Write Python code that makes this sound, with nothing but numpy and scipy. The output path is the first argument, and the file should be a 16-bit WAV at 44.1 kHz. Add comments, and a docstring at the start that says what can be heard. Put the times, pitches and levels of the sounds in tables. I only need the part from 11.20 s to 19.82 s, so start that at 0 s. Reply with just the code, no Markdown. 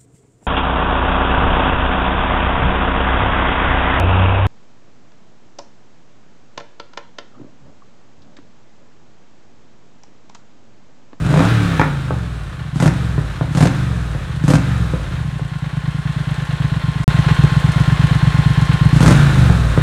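"""A twin-cylinder motorcycle with a 270 degree crank is blipped four times in a workshop. Its uneven
firings ring the exhaust, unburnt fuel pops as the revs fall, and the valve gear clatters throughout.
From about 4 s it settles to a lumpy idle and the thin whine of the throttle servo creeps in.
At 5.8 s the sound cuts out for an instant and resumes louder, closer to the silencer, still idling.
At 7.7 s comes a fifth, harsher blip, with two last pops on the way down."""
import sys
import numpy as np
from scipy import signal
from scipy.fft import rfft, irfft
from scipy.io import wavfile
from scipy.ndimage import uniform_filter1d

SR = 44100
rng = np.random.default_rng(int(sys.argv[2]) if len(sys.argv) > 2 else 0)


def wav_record(signal):
    """Record a signal, one row per channel, as 16-bit PCM in the file named by sys.argv[1]."""
    frames = np.transpose(np.atleast_2d(signal))
    bounded = np.clip(frames, -1, 1)
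    # unit amplitude maps onto the largest positive 16-bit level
    quanta = np.round(bounded * 32767).astype(np.int16)
    wavfile.write(sys.argv[1], SR, quanta)


N = 380141
TIME = np.arange(N) / SR

# throttle blips: open_s, shut_s, peak_s, peak_rpm, harshness_db
THROTTLE_BLIPS = [(-0.026, 0.25, 0.297, 4689, -8), (1.538, 1.675, 1.760, 2896, -1),
                  (2.305, 2.455, 2.545, 3139, 0), (3.221, 3.350, 3.447, 3036, .5),
                  (7.710, 7.915, 7.994, 3503, 3)]
# the idle hunts a little: time_s, speed_rpm
IDLE_SPEED = [(4.3, 1124), (5.3, 1094), (5.55, 994), (5.9, 1036), (6.25, 915), (6.5, 1022), (7.3, 1037),
              (7.6, 1004)]
# full-load mix, a row each for boom, bark, hiss, crack: level_db, load_exponent, db_per_harshness_db
LOAD_MIX = [(-9.5, 0.53, 0.64), (-18, 1.56, 0.64), (-32, 0.97, 1.2), (-5, 0.95, 1.26)]
# mix with the throttle shut: speed_rpm, thump_db, boom_db, clatter_db, hiss_db
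SHUT_MIX = [(970, -20.5, -11.5, -26, -43.5), (1540, -16.5, -9, -27.5, -40), (2200, -11, -14.5, -24, -38),
            (2930, -13.5, -6.5, -20, -36), (4680, -24, -3.5, -15, -39)]
# fader on that mix, stepping up where the silencer is closer: time_s, gain_db
SHUT_FADER = [(0, -10.5), (.55, -9), (.75, -14.5), (1.45, -15), (1.8, -11.5), (3.15, -11.5), (3.6, -10.5),
              (4.35, -11), (5.0, -6.5), (5.83, -5), (5.89, 0.5), (7.7, -.5), (8.1, -4.5), (8.62, -4.5)]
# afterfire as the revs fall: start_s, crack_db, boom_db, cutoff_hz
AFTERFIRE_POPS = [(0.5962, 1.5, -8.5, 2510), (0.6151, 2.5, -20, 2580), (0.9073, -7.5, -24, 1030),
                  (1.9797, -10, -7, 900), (2.211, -8.5, -9, 900), (2.949, -19, -16.5, 800),
                  (3.7360, -13, -7.5, 870), (4.195, -20.5, -24, 800), (8.2987, -8.5, -3.5, 850),
                  (8.576, -4.5, -1, 970)]

# low swell of pumped gas: frequency_hz, relative_db
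THUMP_EQ = [(15, -38), (30, 1), (42, 1), (55, 18), (72, 17.5), (90, 6.5), (130, -4), (300, -54)]
# the pipe's main resonance at idle: frequency_hz, relative_db
BOOM_EQ = [(25, -46), (60, -4.5), (86, -7.5), (105, -4), (122, 1), (148, 2), (175, -5.5), (205, -24),
           (235, -23), (265, -19), (320, -29.5), (400, -55), (900, -43)]
# the same resonance when coasting: frequency_hz, relative_db
COAST_BOOM_EQ = [(25, -10), (60, -47), (86, -19), (105, -4.5), (120, 4.5), (148, 1), (180, -6.5),
                 (210, -21.5), (265, -19), (320, -23), (400, -29), (900, -52)]
# the same under load, with hotter gas and steeper pulses: frequency_hz, relative_db
LOAD_BOOM_EQ = [(25, -34.5), (60, -24.5), (90, -11), (125, 1.5), (155, 5.5), (180, -3.5), (220, -12),
                (265, -9), (320, -13), (400, -30.5), (900, -53)]
# steep front of a firing: frequency_hz, relative_db
BARK_EQ = [(100, -31.5), (180, 5), (270, 10), (330, 6.5), (420, -1), (600, 1.5), (850, -2), (1500, -7),
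           (2500, -14.5), (6000, -58)]
# shock front: frequency_hz, relative_db
CRACK_EQ = [(80, -18), (200, 2), (300, 0.5), (700, -0.5), (1400, 1.5), (2000, -4.5), (3000, -14),
            (7000, -16.5), (15000, -57)]
# hiss of the gas jet, also the colour of the bright ticks: frequency_hz, relative_db
JET_EQ = [(1000, -31), (3000, 4), (4500, 2.5), (5600, 0.5), (7000, 1), (8700, 0.5), (10700, -6),
          (12000, -12), (15500, -29)]
# upper modes of the exhaust pipe: pitch_hz, width_hz, level_db
PIPE_RINGS = [(270, 26, 1), (406, 20, -4), (503, 24, -5), (549, 26, -5), (862, 60, -8)]

# valves seating: cycle_fraction, relative_db
VALVE_HITS = [(.17, 3), (.36, -8), (.65, -3), (0.809, -2)]
# engine cases struck by the valve gear at idle: frequency_hz, relative_db
IDLE_CASE_EQ = [(150, -24.5), (350, -3), (460, -2.5), (570, -5), (860, -0.5), (980, -2.5), (1120, 1),
                (1230, -3.5), (1450, 1.5), (1800, -0.5), (2250, -7), (3200, -7), (4150, -10.5),
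                (4700, -20.5), (9000, -34), (15000, -40.5)]
# the same cases at speed: frequency_hz, relative_db
FAST_CASE_EQ = [(150, 11), (400, 2.5), (700, -1.5), (1000, -3), (1300, 2.5), (1600, 1.5), (2100, -6),
                (2500, -5), (3000, -9), (3900, -6.5), (4500, -16), (9000, -24.5)]
# whine of the throttle servo holding idle: time_s, level_db
WHINE_FADER = [(0, -56), (2.8, -54), (3.9, -49), (5, -46), (5.83, -39.5), (5.9, -35), (7.7, -35),
               (7.8, -44), (8.62, -41)]
# overtones of the whine: harmonic_number, relative_db
WHINE_HARMONICS = [(1, 0), (2, -13), (3, -12), (4, -13), (5, -24)]

SECOND_FIRING = 270 / 720  # fraction of a cycle after the first
START_CYCLE, SKIPPED_CYCLES = .97, .4
DROPOUT_START_S, DROPOUT_END_S = 5.842, 5.879


def exhaust(cycle, rpm, thump, boom, load_boom, bark, hiss):
    """Two uneven firings a cycle ring the pipe; returns the deep note and its barking, hissing edge."""
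    firings = level_across_revs(strokes(cycle, (0, SECOND_FIRING), (0, 1), scatter_db=1.34), rpm)
    # falling revs blend in the coasting tone
    fall_rpm_per_s = uniform_filter1d(-np.gradient(rpm) * SR, SR // 20)
    coast = np.clip(fall_rpm_per_s / 1000, 0, 1) * np.clip((rpm - 1300) / 600, 0, 1)
    booms = firings * boom * boom / np.hypot(boom, load_boom)  # ducks under the loaded boom
    deep = ring(booms * (1 - coast), response(BOOM_EQ))
    deep += ring(booms * coast, response(COAST_BOOM_EQ))
    deep += ring(firings * load_boom, response(LOAD_BOOM_EQ))
    deep += ring(firings * thump, response(THUMP_EQ))
    # the front of each pulse varies more than its body, and drags turbulence behind it
    fronts = level_across_revs(strokes(cycle, (0, SECOND_FIRING), (0, 0), scatter_db=1.5), rpm)
    blast = 0.78 * fronts + 0.99 * puffs(fronts, decay_s=0.017)
    edge = ring(pipe(blast * bark), response(BARK_EQ))
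    # under load the gas leaves in distinct spits, otherwise as an even rush
    spitting = np.clip(bark / undb(-33), 0.15, .85)
    spits = np.sqrt(spitting) * puffs(fronts, decay_s=0.02)
    rush = np.sqrt(1 - spitting) * rng.standard_normal(N)
    return deep, edge + ring((spits + rush) * hiss, response(JET_EQ))


def pipe(fronts):
    """The pipe's upper modes ring on behind each pressure front."""
    return fronts + sum(undb(db) * signal.lfilter(*signal.iirpeak(hz, hz / width_hz, SR), fronts)
                        for hz, width_hz, db in PIPE_RINGS)


def crank_speed(start_rpm=2065.0, climb_exponent=.93, friction_rpm_per_s=1477.4, drag_s=2.591):
    """Each blip pulls the revs up to its peak; friction and drag bring them back down to idle."""
    idle, rpm = automation(IDLE_SPEED), np.full(N, start_rpm)
    friction_rpm = friction_rpm_per_s * drag_s
    for open_s, _, peak_s, peak_rpm, _ in THROTTLE_BLIPS:
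        from_rpm = np.interp(open_s, TIME, rpm)
        progress = np.clip((TIME - open_s) / (peak_s - open_s), 0, 1)
        climb = from_rpm + (peak_rpm - from_rpm) * progress ** climb_exponent
        fall = (peak_rpm + friction_rpm) * np.exp(-(TIME - peak_s) / drag_s) - friction_rpm
        rpm = np.select([TIME < open_s, TIME < peak_s], [rpm, climb], np.maximum(fall, idle))
    return rpm


def on_throttle(attack_share=0.74, release_s=0.02):
    """Gains of boom, bark, hiss and crack: load builds as the throttle opens, holds, dies as it shuts."""
    full_db, exponent, harshness_share = np.transpose(LOAD_MIX)[:, :, None]
    gains = np.zeros((len(LOAD_MIX), N))
    for open_s, shut_s, _, _, harshness_db in THROTTLE_BLIPS:
        on = (TIME > open_s) & (TIME < shut_s + 10 * release_s)
        attack = np.minimum((TIME[on] - open_s) / (attack_share * (shut_s - open_s)), 1)
        load = attack * np.exp(-np.maximum(TIME[on] - shut_s, 0) / release_s)
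        gains[:, on] += undb(full_db + harshness_share * harshness_db) * load ** exponent
    return gains


def off_throttle(rpm):
    """Gains of thump, boom, clatter and hiss: the bed under the blips, riding the revs and the fader."""
    speeds_rpm, *layers_db = np.transpose(SHUT_MIX)
    fader_db = automation(SHUT_FADER)
    return [undb(np.interp(rpm, speeds_rpm, db) + fader_db) for db in layers_db]


def hard_firings(cycle, gain):
    """At full load each firing steepens into a bright crack."""
    firings = strokes(cycle, (0, SECOND_FIRING), (0, 0), scatter_db=5)
    return shock(gain * firings, cutoff_hz=11000, spit_s=0.0053, spit_db=-21)


def afterfire(size=4096):
    """Unburnt fuel goes off in the pipe; returns the booms and their shock fronts."""
    deep, sharp = np.zeros(N + size), np.zeros(N + size)
    boom = response(BOOM_EQ)
    for start_s, crack_db, boom_db, cutoff_hz in AFTERFIRE_POPS:
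        at = int(start_s * SR)
        front = shock(signal.unit_impulse(size), cutoff_hz, spit_s=0.0048, spit_db=-20)
        sharp[at:at + size] += undb(crack_db) * front / np.abs(front).max()
        deep[at:at + size] += undb(boom_db) * boom / np.abs(boom).max()
    return deep[:N], sharp[:N]


def shock(impulses, cutoff_hz, spit_s, spit_db):
    """A shock front with a spit of gas at each impulse; an impulse of 1 peaks near 1."""
    crack = signal.sosfilt(signal.butter(2, cutoff_hz, fs=SR, output="sos"), response(CRACK_EQ))
    spit = undb(spit_db) * fade(impulses, spit_s) * rng.standard_normal(len(impulses))
    peak = np.abs(crack).max() + undb(spit_db) * np.linalg.norm(crack)
    return -ring(impulses + spit, crack) / peak


def valve_gear(cycle, rpm, gain):
    """Valves seat four times a cycle, and chain and gears add dense ticks; all ring the engine cases."""
    valves = level_across_revs(strokes(cycle, *np.transpose(VALVE_HITS), scatter_db=3), rpm)
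    ticks_per_s = rpm / 2
    chain = (rng.random(N) < ticks_per_s / SR) * rng.standard_normal(N)
    knocks = unit(puffs(valves, decay_s=0.021) + 0.57 * unit(chain) + 0.83 * rng.standard_normal(N))
    # the same teeth and links meet on every turn of the crank, so at speed the clatter sings
    teeth = np.interp(2 * cycle % 1, np.linspace(0, 1, 256), rng.standard_normal(256))
    whirr = unit(knocks + 0.55 * unit(teeth))
    fast = np.clip((rpm - 1300) / 900, 0, 1)
    cases = ring(knocks * gain * np.sqrt(1 - fast), response(IDLE_CASE_EQ))
    cases += ring(whirr * gain * np.sqrt(fast), response(FAST_CASE_EQ))
    # a light, bright tick from each cylinder sits on top
    ticks = level_across_revs(strokes(cycle, (.32, .65), (0, 0), scatter_db=4), rpm)
    bright = puffs(ticks, decay_s=0.0097) * gain * undb(-22)
    return cases + ring(bright, response(JET_EQ))


def servo(cycle, pitch_hz=1060.1, flutter_db=1.0, shake_db=0.5):
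    """The throttle servo's thin, steady whine, fluttering as the engine shakes it."""
    flutter = unit(ring(rng.standard_normal(N), np.hanning(SR // 20)))
    tone = sum(undb(db) * np.sin(2 * np.pi * k * pitch_hz * TIME) for k, db in WHINE_HARMONICS)
    level_db = automation(WHINE_FADER) + flutter_db * flutter + shake_db * np.sin(2 * np.pi * cycle)
    return np.sqrt(2) * tone * undb(level_db)


def workshop(send, t60_s=0.41, predelay_s=0.0049):
    """A short, diffuse wash off sheet-metal walls and a concrete floor."""
    t = np.arange(SR * 3 // 4) / SR
    tail = rng.standard_normal(len(t)) * np.exp(-np.log(1000) * t / t60_s) * (t > predelay_s)
    band = signal.butter(1, (220, 6000), "bandpass", fs=SR, output="sos")
    return ring(send, signal.sosfilt(band, tail / np.linalg.norm(tail)))


def strokes(cycle, cycle_fractions, levels_db, scatter_db):
    """Impulses at set points of the engine cycle, each of its own strength."""
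    impulses = np.zeros(N)
    for fraction, db in zip(cycle_fractions, levels_db):
        at = np.flatnonzero(np.diff(np.floor(cycle - fraction)) > 0)
        impulses[at] += undb(db + scatter_db * rng.standard_normal(len(at)))
    return impulses


def level_across_revs(impulses, rpm):
    """Hold a train of strokes at mean power 1 at every speed."""
    return unit(impulses / np.sqrt(rpm))


def puffs(impulses, decay_s):
    """A short burst of noise after each impulse; mean power 1."""
    return unit(fade(impulses, decay_s) * rng.standard_normal(N))


def fade(impulses, decay_s):
    """Give each impulse an exponential tail."""
    return signal.lfilter([1], [1, -np.exp(-1 / (decay_s * SR))], impulses)


def response(eq, size=8192):
    """An EQ curve as an impulse response of unit energy, rolling off above the last point."""
    hz, db = np.transpose(eq)
    grid_hz = np.maximum(np.arange(size // 2 + 1) * SR / size, 1)
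    rolloff = np.minimum(hz[-1] / grid_hz, 1) ** 2
    gain = undb(np.interp(np.log(grid_hz), np.log(hz), db)) * rolloff
    # minimum phase keeps the attack at the very front
    cepstrum = irfft(np.log(gain))
    cepstrum[1:size // 2] *= 2
    cepstrum[size // 2 + 1:] = 0
    impulse_response = irfft(np.exp(rfft(cepstrum)))[:size // 2]
    return impulse_response / np.linalg.norm(impulse_response)


def ring(x, impulse_response):
    """Pass a sound through an impulse response."""
    return signal.fftconvolve(x, impulse_response)[:len(x)]


def automation(table):
    """Join rows of time_s, value with straight ramps."""
    return np.interp(TIME, *np.transpose(table))


def undb(db):
    """Decibels to gain."""
    return 10 ** (np.asarray(db) / 20)


def unit(x):
    """Scale to rms 1."""
    return x / np.sqrt(np.mean(x ** 2))


def scene():
    """Exhaust and pops up front; clatter, servo whine and the workshop behind."""
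    rpm = crank_speed()
    thump, boom, clatter, hiss = off_throttle(rpm)
    load_boom, load_bark, load_hiss, load_crack = on_throttle()
    # a four-stroke cycle takes two turns of the crank; the phase slips ahead during the dropout
    skipped = SKIPPED_CYCLES * np.interp(TIME, (DROPOUT_START_S, DROPOUT_END_S), (0, 1))
    cycle = START_CYCLE + np.cumsum(rpm) / (2 * 60 * SR) + skipped
    idle_bark = undb(-34.5) * boom
    rev_boost = undb(5 * np.log2(rpm / 3000))  # 5 dB more loaded bark per octave of revs
    bark = np.hypot(idle_bark, load_bark * rev_boost)
    deep, edge = exhaust(cycle, rpm, thump, boom, load_boom, bark, np.hypot(hiss, load_hiss))
    pop_boom, pop_crack = afterfire()
    deep += pop_boom
    cracks = pipe(pop_crack + hard_firings(cycle, load_crack))
    sharp = edge + valve_gear(cycle, rpm, clatter)
    slapback = undb(-15) * np.interp(TIME - .0265, TIME, deep, left=0)  # bass off the nearest wall
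    room = workshop(undb(-7) * sharp + undb(-3.5) * cracks + undb(-9) * deep)
    return (deep + slapback + sharp + cracks + room + servo(cycle))[None]


def record(dry, low_cut_hz=24, high_cut_hz=15900):
    """The deepest bass is cut, the sound drops out briefly, the loudest peaks clip and the top is cut."""
    gate = (TIME < DROPOUT_START_S) | (TIME > DROPOUT_END_S)
    trimmed = signal.sosfilt(signal.butter(2, low_cut_hz, "highpass", fs=SR, output="sos"), dry)
    clipped = np.clip(trimmed * gate, -1, 1)
    return signal.sosfilt(signal.ellip(8, .2, 70, high_cut_hz, fs=SR, output="sos"), clipped)


dry = scene()
out = record(dry)
wav_record(out)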